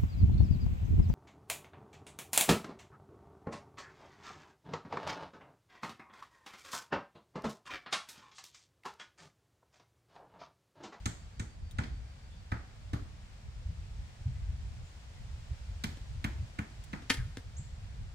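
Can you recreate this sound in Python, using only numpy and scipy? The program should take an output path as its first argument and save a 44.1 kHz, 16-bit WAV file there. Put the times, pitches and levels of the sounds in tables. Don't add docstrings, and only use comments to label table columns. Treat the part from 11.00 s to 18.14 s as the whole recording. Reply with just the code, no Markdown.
import sys
import numpy as np
from scipy import signal
from scipy.fft import rfft, irfft
from scipy.io import wavfile
from scipy.ndimage import uniform_filter1d

SR = 44100
rng = np.random.default_rng(int(sys.argv[2]) if len(sys.argv) > 2 else 0)


def materialize(psi):
    bounded = np.clip(np.atleast_2d(psi).T, -1, 1)
    quanta = np.round(bounded * 32767).astype(np.int16)
    wavfile.write(sys.argv[1], SR, quanta)


N = 315092
T = np.arange(N) / SR
SHORT = T[:SR // 2]
RIGHT_LAG_S, AHEAD_LAG_S, BUSH_LAG_S = 21 / SR, -2 / SR, -7 / SR
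DRIVE_S = .0034
TOP_HZ = 15600


def amp(db):
    return 10 ** (np.asarray(db) / 20)


def unit(x):
    return x / np.sqrt(np.mean(x ** 2))


def add(track, s, sound):
    i = max(int(s * SR), 0)
    part = sound[..., :track.shape[-1] - i]
    track[..., i:i + part.shape[-1]] += part


def through(x, response):
    return signal.fftconvolve(x, response)[:len(x)]


def below(x, hz):
    return signal.sosfilt(signal.butter(1, hz, fs=SR, output="sos"), x)


def colour(x, points, size=4096):
    hz, db = np.transpose(points)
    f = np.maximum(np.arange(size // 2 + 1) * SR / size, 1)
    gain = amp(np.interp(np.log(f), np.log(hz), db))
    cepstrum = irfft(np.log(gain))
    cepstrum[1:size // 2] *= 2
    cepstrum[size // 2 + 1:] = 0
    response = irfft(np.exp(rfft(cepstrum)))
    return through(x, response / np.linalg.norm(response))


def whiten(x, width_hz=250):
    spectrum = rfft(x, 2 * len(x))
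    power = uniform_filter1d(np.abs(spectrum) ** 2, int(width_hz * 2 * len(x) / SR))
    flat = irfft(spectrum / np.sqrt(power))[:len(x)]
    return flat * np.linalg.norm(x) / np.linalg.norm(flat)


def decay(t60, t=SHORT):
    return np.exp(-np.log(1000) * t / t60)


def burst(t60, edge=3):
    swarm = rng.standard_normal(len(SHORT)) * decay(t60)
    swarm[0] = edge
    return swarm


def ring(modes):
    return sum((-1) ** k * amp(db) * np.sin(2 * np.pi * hz * SHORT) * decay(t60)
               for k, (hz, db, t60) in enumerate(modes))


def glide(from_hz, to_hz, glide_s, attack_s, hold_s, t60):
    hz = to_hz + (from_hz - to_hz) * np.exp(-SHORT / glide_s)
    envelope = np.minimum(SHORT / attack_s, 1) * decay(t60, np.maximum(SHORT - attack_s - hold_s, 0))
    return envelope * np.sin(2 * np.pi * np.cumsum(hz) / SR)


def drift(rate_hz):
    hold = int(SR / rate_hz)
    steps = np.repeat(rng.standard_normal(N // hold + 1), hold)
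    return unit(uniform_filter1d(steps, hold)[:N])


def ports(x, lag_s, shade_db=0):
    n = len(x)
    f = np.arange(n + 1) * SR / (2 * n)
    shade = amp(shade_db * f ** 2 / (f ** 2 + 4000 ** 2) / 2)
    spectrum = rfft(x, 2 * n)
    left = irfft(spectrum * shade * np.exp(-2j * np.pi * f * lag_s))
    right = irfft(spectrum / shade)
    return np.array([left[:n], right[:n]])


def diffuse(mid, side):
    side = side - below(side, 500)
    return np.array([mid + side, mid - side]) / np.sqrt(2)


def woods(x, near_db, near_t60, far_db, far_t60):
    # (frequency [Hz], level [dB])
    trees = [(60, -10), (250, -1.5), (700, 5), (1600, -1), (3200, -3), (5000, 0), (7500, -3), (14000, -3)]
    t, pair = T[:SR], []
    onset = 1 - np.exp(-t / 0.0034)
    for _ in range(2):
        echoes = onset * rng.standard_normal(SR) * amp(4.14 * rng.standard_normal(SR))
        near, far = echoes * decay(near_t60, t), echoes * decay(far_t60, t)
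        response = amp(near_db) * near / np.linalg.norm(near) + amp(far_db) * far / np.linalg.norm(far)
        pair.append(through(x, colour(response, trees)))
    return diffuse(*pair)


def far_wash():
    # (frequency [Hz], level [dB])
    spectrum = [(300, -11), (750, -2.5), (1400, 0), (2200, -3), (6000, -32)]
    level_db = -71 + 1.3 * drift(5)
    return ports(amp(level_db) * colour(rng.standard_normal(N), spectrum), RIGHT_LAG_S)


def drone():
    # (frequency [Hz], level [dB])
    spectrum = [(60, -12.5), (150, 0), (210, -2), (300, -15.5), (600, -56.5)]
    return amp(-64.5) * unit(colour(rng.standard_normal(N), spectrum))


def leaves():
    # (time [s], relative level [dB])
    breeze = [(0.0, -67.5), (0.44, -73), (0.95, -70.5), (4.91, -66), (6.04, -66.5), (7.14, -69)]
    # (frequency [Hz], level [dB])
    rustle = [(180, -17.5), (300, -5), (480, -2.5), (750, -1.5), (1100, -6), (2050, -6.5), (2790, -7),
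              (5200, -9.5), (6300, -12.5), (7400, -12.5), (9200, -18.5), (10800, -29), (15000, -31)]
    canopy = diffuse(*[unit(colour(rng.standard_normal(N), rustle)) for _ in range(2)])
    bush = below(colour(rng.standard_normal(N), rustle), 2900)
    hiss = canopy + amp(-6) * ports(bush, BUSH_LAG_S)
    dull = below(hiss, 2900)
    breeze_db = np.interp(T, *np.transpose(breeze)) + 0.2 * drift(16)
    far = dull * amp((breeze_db + breeze_db.mean()) / 2)
    near = (hiss - dull) * amp(breeze_db)
    return amp([[7], [6]]) * (far + near)


def cricket(pitch_hz=4560, chirps_per_s=6.8):
    # (time [s], level [dB])
    levels = [(1.5, -70.5), (2.2, -79)]
    chirps = np.sin(np.pi * np.cumsum(chirps_per_s + .5 * drift(2)) / SR) ** 2
    tone = np.sin(2 * np.pi * np.cumsum(pitch_hz + 25 * drift(120)) / SR)
    return ports(amp(np.interp(T, *np.transpose(levels))) * chirps * tone, AHEAD_LAG_S)


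def far_birds(half_length_s=0.022, waver=0.032):
    # (time [s], pitch [Hz], level [dB])
    calls = [(1.331, 3450, -66), (2.42, 2300, -69), (2.84, 2570, -71), (3.37, 2000, -68), (3.86, 7100, -66),
             (4.17, 2020, -70)]
    dry = np.zeros(N)
    for s, hz, db in calls:
        phase = 2 * np.pi * np.cumsum(hz * (1 + waver * drift(300))) / SR
        dry += amp(db) * np.exp(-((T - s) / half_length_s) ** 2) * np.sin(phase)
    return ports(dry, AHEAD_LAG_S) + woods(dry, near_db=-4, near_t60=.26, far_db=-7, far_t60=.63)


def bird():
    # (time [s], level [dB])
    chips = [(0.057, -50), (6.565, -50.5)]
    dry = np.zeros(N)
    chip = glide(from_hz=5600, to_hz=7750, glide_s=0.007, attack_s=0.0044, hold_s=0.017, t60=0.04)
    for s, db in chips:
        add(dry, s, amp(db) * chip)
    return ports(dry, RIGHT_LAG_S) + woods(dry, near_db=-4, near_t60=0.21, far_db=-3.5, far_t60=0.71)


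def wind(calm_db=-49, attack_s=0.027, release_s=0.05):
    # (start [s], length [s], level [dB])
    gusts = [(0.623, 0.39, -41.5), (1.835, 0.23, -45), (2.458, 0.57, -44.5), (3.221, 0.59, -40.5),
             (4.214, 0.91, -43), (5.126, 0.33, -40.5), (6.184, 0.093, -40.5), (6.733, 0.56, -43.5)]
    # (frequency [Hz], level [dB])
    rumble = [(12, -35.5), (20, -13.5), (49, 2.5), (78, 0.5), (117, -6.5), (316, -41.5), (600, -56.5),
              (1100, -120)]
    mid, side = (unit(colour(rng.standard_normal(N), rumble)) for _ in range(2))
    air = mid + amp(-11) * np.array([side, -side])
    rise_db = np.zeros(N)
    for s, length, db in gusts:
        swell = np.interp(T, [s - attack_s, s, s + length, s + length + release_s], [0, 1, 1, 0])
        rise_db = np.maximum(rise_db, (db - calm_db) * swell)
    eddies_db = 2.5 * drift(22)
    return air * amp(calm_db + rise_db + eddies_db)


def hand_bumps():
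    # (time [s], push level [dB], frequency [Hz], jostle level [dB])
    bumps = [(0.64, -34.5, 56, -69), (2.666, -27.5, 63, -47), (2.698, -28.5, 83, -43.5),
             (3.001, -33, 69, -58), (3.267, -23.5, 96.5, -34), (3.495, -28.5, 78.5, -43.5),
             (4.347, -33, 68, -63), (6.263, -33, 87, -43), (6.593, -36, 64.6, -38)]
    # (frequency [Hz], level [dB])
    case = [(50, -7.5), (130, 2.5), (190, -8.5), (280, -26), (1200, -97)]
    pushes, force = np.zeros((2, N))
    for s, db, hz, jostle_db in bumps:
        envelope = np.exp(-((T - s) * hz / 0.73) ** 2)
        pushes += amp(db) * envelope * np.sin(2 * np.pi * hz * (T - s))
        add(force, s, amp(jostle_db) * burst(t60=0.2))
    return pushes + colour(force, case)


def ticks():
    # (time [s], relative level [dB])
    onsets = [(0.711, -48.5), (5.839, -48.5), (6.1417, -40.5)]
    # (frequency [Hz], level [dB])
    spectrum = [(1500, -31), (3600, 5.5), (5000, -9), (6500, 0), (9500, -1.5), (15000, -10)]
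    force = np.zeros(N)
    for s, db in onsets:
        add(force, s, amp(db + 2) * burst(t60=0.012))
    dry = colour(force, spectrum)
    return ports(dry, AHEAD_LAG_S) + woods(dry, near_db=-2, near_t60=0.038, far_db=-42, far_t60=.7)


def blow(touch_db, drive_db, t60):
    force = np.zeros(SR)
    add(force, 0, amp(touch_db) * whiten(burst(t60)))
    add(force, DRIVE_S, amp(drive_db) * whiten(burst(t60)))
    return force


def knocks(hollow_hz=1407, hollow_t60=0.049, rebound_s=.028, rebound_db=-11.5):
    # (time [s], rap [dB], pitch [ratio], hollow ring [dB], thump [dB],
    # crack [dB], sizzle [dB], sheen [dB], spot [0 mid-span to 1 near a support], scatter [dB])
    blows = [(0.057, -32.5, 0.96, -25, -35, -43, -36, -53.5, 0.14, -7.5),
             (0.3958, -40, 1.04, -44, -38, -52.5, -44, -66, 0.067, -5),
             (0.785, -32.5, 1.03, -30, -35, -50.5, -49, -70, 0.089, -4),
             (0.836, -43.5, 1.02, -47, -45.5, -54, -60, -75, 0.94, -3.5),
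             (1.5177, -32.5, 0.9, -29, -36, -54, -59, -70, 0.038, -5),
             (1.932, -39.5, 0.84, -43, -34.5, -54.5, -54.5, -62, 0.078, -3),
             (4.838, -31.5, 1.09, -49, -34, -41.5, -40.5, -49, 0.64, -7.5),
             (5.2423, -28.5, 1.1, -29, -33.5, -46.5, -46.5, -51, 0.41, -8),
             (5.587, -33, 1.06, -30.5, -35.5, -56, -52, -62, 0.3, -6.5),
             (5.931, -36, 0.98, -37, -38.5, -55, -58, -70, 1, -4.5)]
    # (frequency [Hz], t60 [s], level struck mid-span [dB], level struck near a support [dB])
    modes = [(77.4, 0.088, 9, -16.5), (113.2, 0.14, 4.5, -10.5), (163, 0.2, -6, -4),
             (219, 0.12, -2.5, -0.5), (290.6, 0.049, -2, -1.5)]
    # (frequency [Hz], level [dB])
    boom_top = [(480, -16.5), (1500, -60.5)]
    # (frequency [Hz], level [dB])
    rap = [(200, -15), (550, -7), (900, -2), (1100, -5), (1400, 2), (2100, 0.5), (2800, -8), (5000, -51)]
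    crack = [(1500, -30), (3000, 0.5), (3900, -1), (5000, -5.5), (8000, -22), (12000, -34)]
    sizzle = [(3500, -39), (6500, 0.5), (8600, -4.5), (9800, -17), (15000, -42)]
    sheen = [(6000, -21), (10000, -1), (12500, -1), (15000, -7.5)]
    out = np.zeros((2, N))
    for s, rap_db, pitch, hollow_db, thump_db, crack_db, sizzle_db, sheen_db, spot, scatter_db in blows:
        bands = [(blow(rap_db - 8, rap_db, t60=0.028), [(hz * pitch, db) for hz, db in rap]),
                 (blow(crack_db + 8, crack_db + 4, t60=0.025), crack),
                 (blow(sizzle_db + 1, sizzle_db + 5, t60=0.011), sizzle),
                 (blow(sheen_db + 0.5, sheen_db - 1, t60=0.042), sheen)]
        contact = sum(colour(force, shape) for force, shape in bands)
        add(contact, DRIVE_S, ring([(hollow_hz * pitch, hollow_db - 6.5, hollow_t60)]))
        struck = [(hz, mid + spot * (end - mid), t60) for hz, t60, mid, end in modes]
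        detune = 1 + 0.051 * rng.standard_normal(len(modes))
        boards = ring([(hz * d, thump_db + 4 + db, t60) for (hz, db, t60), d in zip(struck, detune)])
        thump = np.zeros(SR)
        add(thump, 0, boards)
        add(thump, rebound_s, amp(rebound_db) * boards)
        direct = ports(contact + thump, RIGHT_LAG_S, shade_db=-5)
        boom = [(hz, db) for hz, db, _ in struck] + boom_top
        pulses = colour(amp(-2.5) * np.linalg.norm(thump) * signal.unit_impulse(SR), boom)
        for k, (force, shape) in enumerate(bands):
            impulse = signal.unit_impulse(SR, int(k * DRIVE_S * SR / 4))
            pulses += colour(np.linalg.norm(force) * impulse, shape)
        scatter = woods(pulses, near_db=scatter_db, near_t60=0.3, far_db=scatter_db - 10, far_t60=1.0)
        add(out, s, direct + scatter)
    return out


def splinters(count=40, start_s=6.105, middle_hz=3300, spread_octaves=0.62, ring_t60=0.005):
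    out = np.zeros((2, N))
    for age, (offset, size, place) in zip(rng.exponential(.025, count), rng.standard_normal((count, 3))):
        hz = min(middle_hz * 2 ** (spread_octaves * offset), TOP_HZ)
        grain = ring([(hz, -27.5 + 4 * np.tanh(size), ring_t60)])[:SR // 20]
        add(out, start_s + age, ports(grain * decay(0.2, age), AHEAD_LAG_S * (1 + place)))
    return out


def pipe(grit_share=0.48):
    # (time [s], relative crack level [dB], t60 [s], thud level [dB])
    impulses = [(4.972, -53.5, 0.05, -48.5), (6.022, -54.5, 0.04, -49), (6.097, -30, 0.079, -42),
                (6.101, -15.5, 0.021, -30.5), (6.1024, -29, 0.033, -61), (6.1054, -35, 0.026, -30.5),
                (6.124, -36, 0.018, -60), (6.144, -34.5, 0.023, -41), (6.17, -44, 0.09, -66),
                (6.3713, -34.5, 0.0098, -36.5)]
    # (frequency [Hz], level [dB])
    plastic = [(100, -10), (260, -2), (600, -13.5), (950, -0.5), (1250, -4), (1750, 7), (2400, -0.5),
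               (3200, 2.5), (4200, -1), (7500, -7), (11500, -10.5), (15000, -26)]
    # (frequency [Hz], level [dB], t60 [s])
    wall_modes = [(926, -5.5, 0.21), (1253, 0, 0.16), (1616, 6, 0.083), (1810, 14, 0.07), (2124, 8, 0.19),
                  (2960, 3, 0.04), (3280, -2, 0.05), (4300, 14, 0.04)]
    thud_modes = [(105, -1.5, 0.17), (258, 0.5, 0.046), (477, -2.5, 0.02)]
    # (time [s], relative level [dB], first pitch [Hz], glide [s], hold [s], t60 [s])
    bends = [(6.1027, -28, 2948, 0.0052, 0.001, 0.05), (6.182, -43.5, 2400, 0.015, 0.013, 0.19)]
    force, flex, thud = np.zeros((3, N))
    for s, crack_db, t60, thud_db in impulses:
        crack = amp(crack_db - 1.5) * whiten(burst(t60, edge=4.4))
        add(force, s, crack)
        add(flex, s, amp(crack_db / 2) * crack)
        add(thud, s, amp(thud_db) * ring(thud_modes))
    wall = ring(wall_modes)
    dry = thud + colour(force, plastic) + amp(-1) * through(flex, wall / np.linalg.norm(wall))
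    for s, db, from_hz, glide_s, hold_s, t60 in bends:
        chirp = glide(from_hz, to_hz=1420, glide_s=glide_s, attack_s=0.0017, hold_s=hold_s, t60=t60)
        grit = 1 - grit_share + grit_share * drift(900)[:len(chirp)]
        add(dry, s, amp(db) * chirp * grit)
    direct = ports(dry, AHEAD_LAG_S) * amp([[.8], [-.8]])
    return direct + woods(dry, near_db=-9.5, near_t60=0.11, far_db=-19, far_t60=0.65)


def scene():
    work = knocks() + pipe() + splinters() + ticks()
    surroundings = far_wash() + bird() + far_birds() + cricket()
    return work + surroundings + wind() + drone() + hand_bumps() + leaves()


def record(dry, ceiling=.35):
    rounded = ceiling * np.tanh(dry / ceiling)
    return signal.sosfilt(signal.ellip(8, .2, 70, TOP_HZ, fs=SR, output="sos"), rounded)


dry = scene()
out = record(dry)
materialize(out)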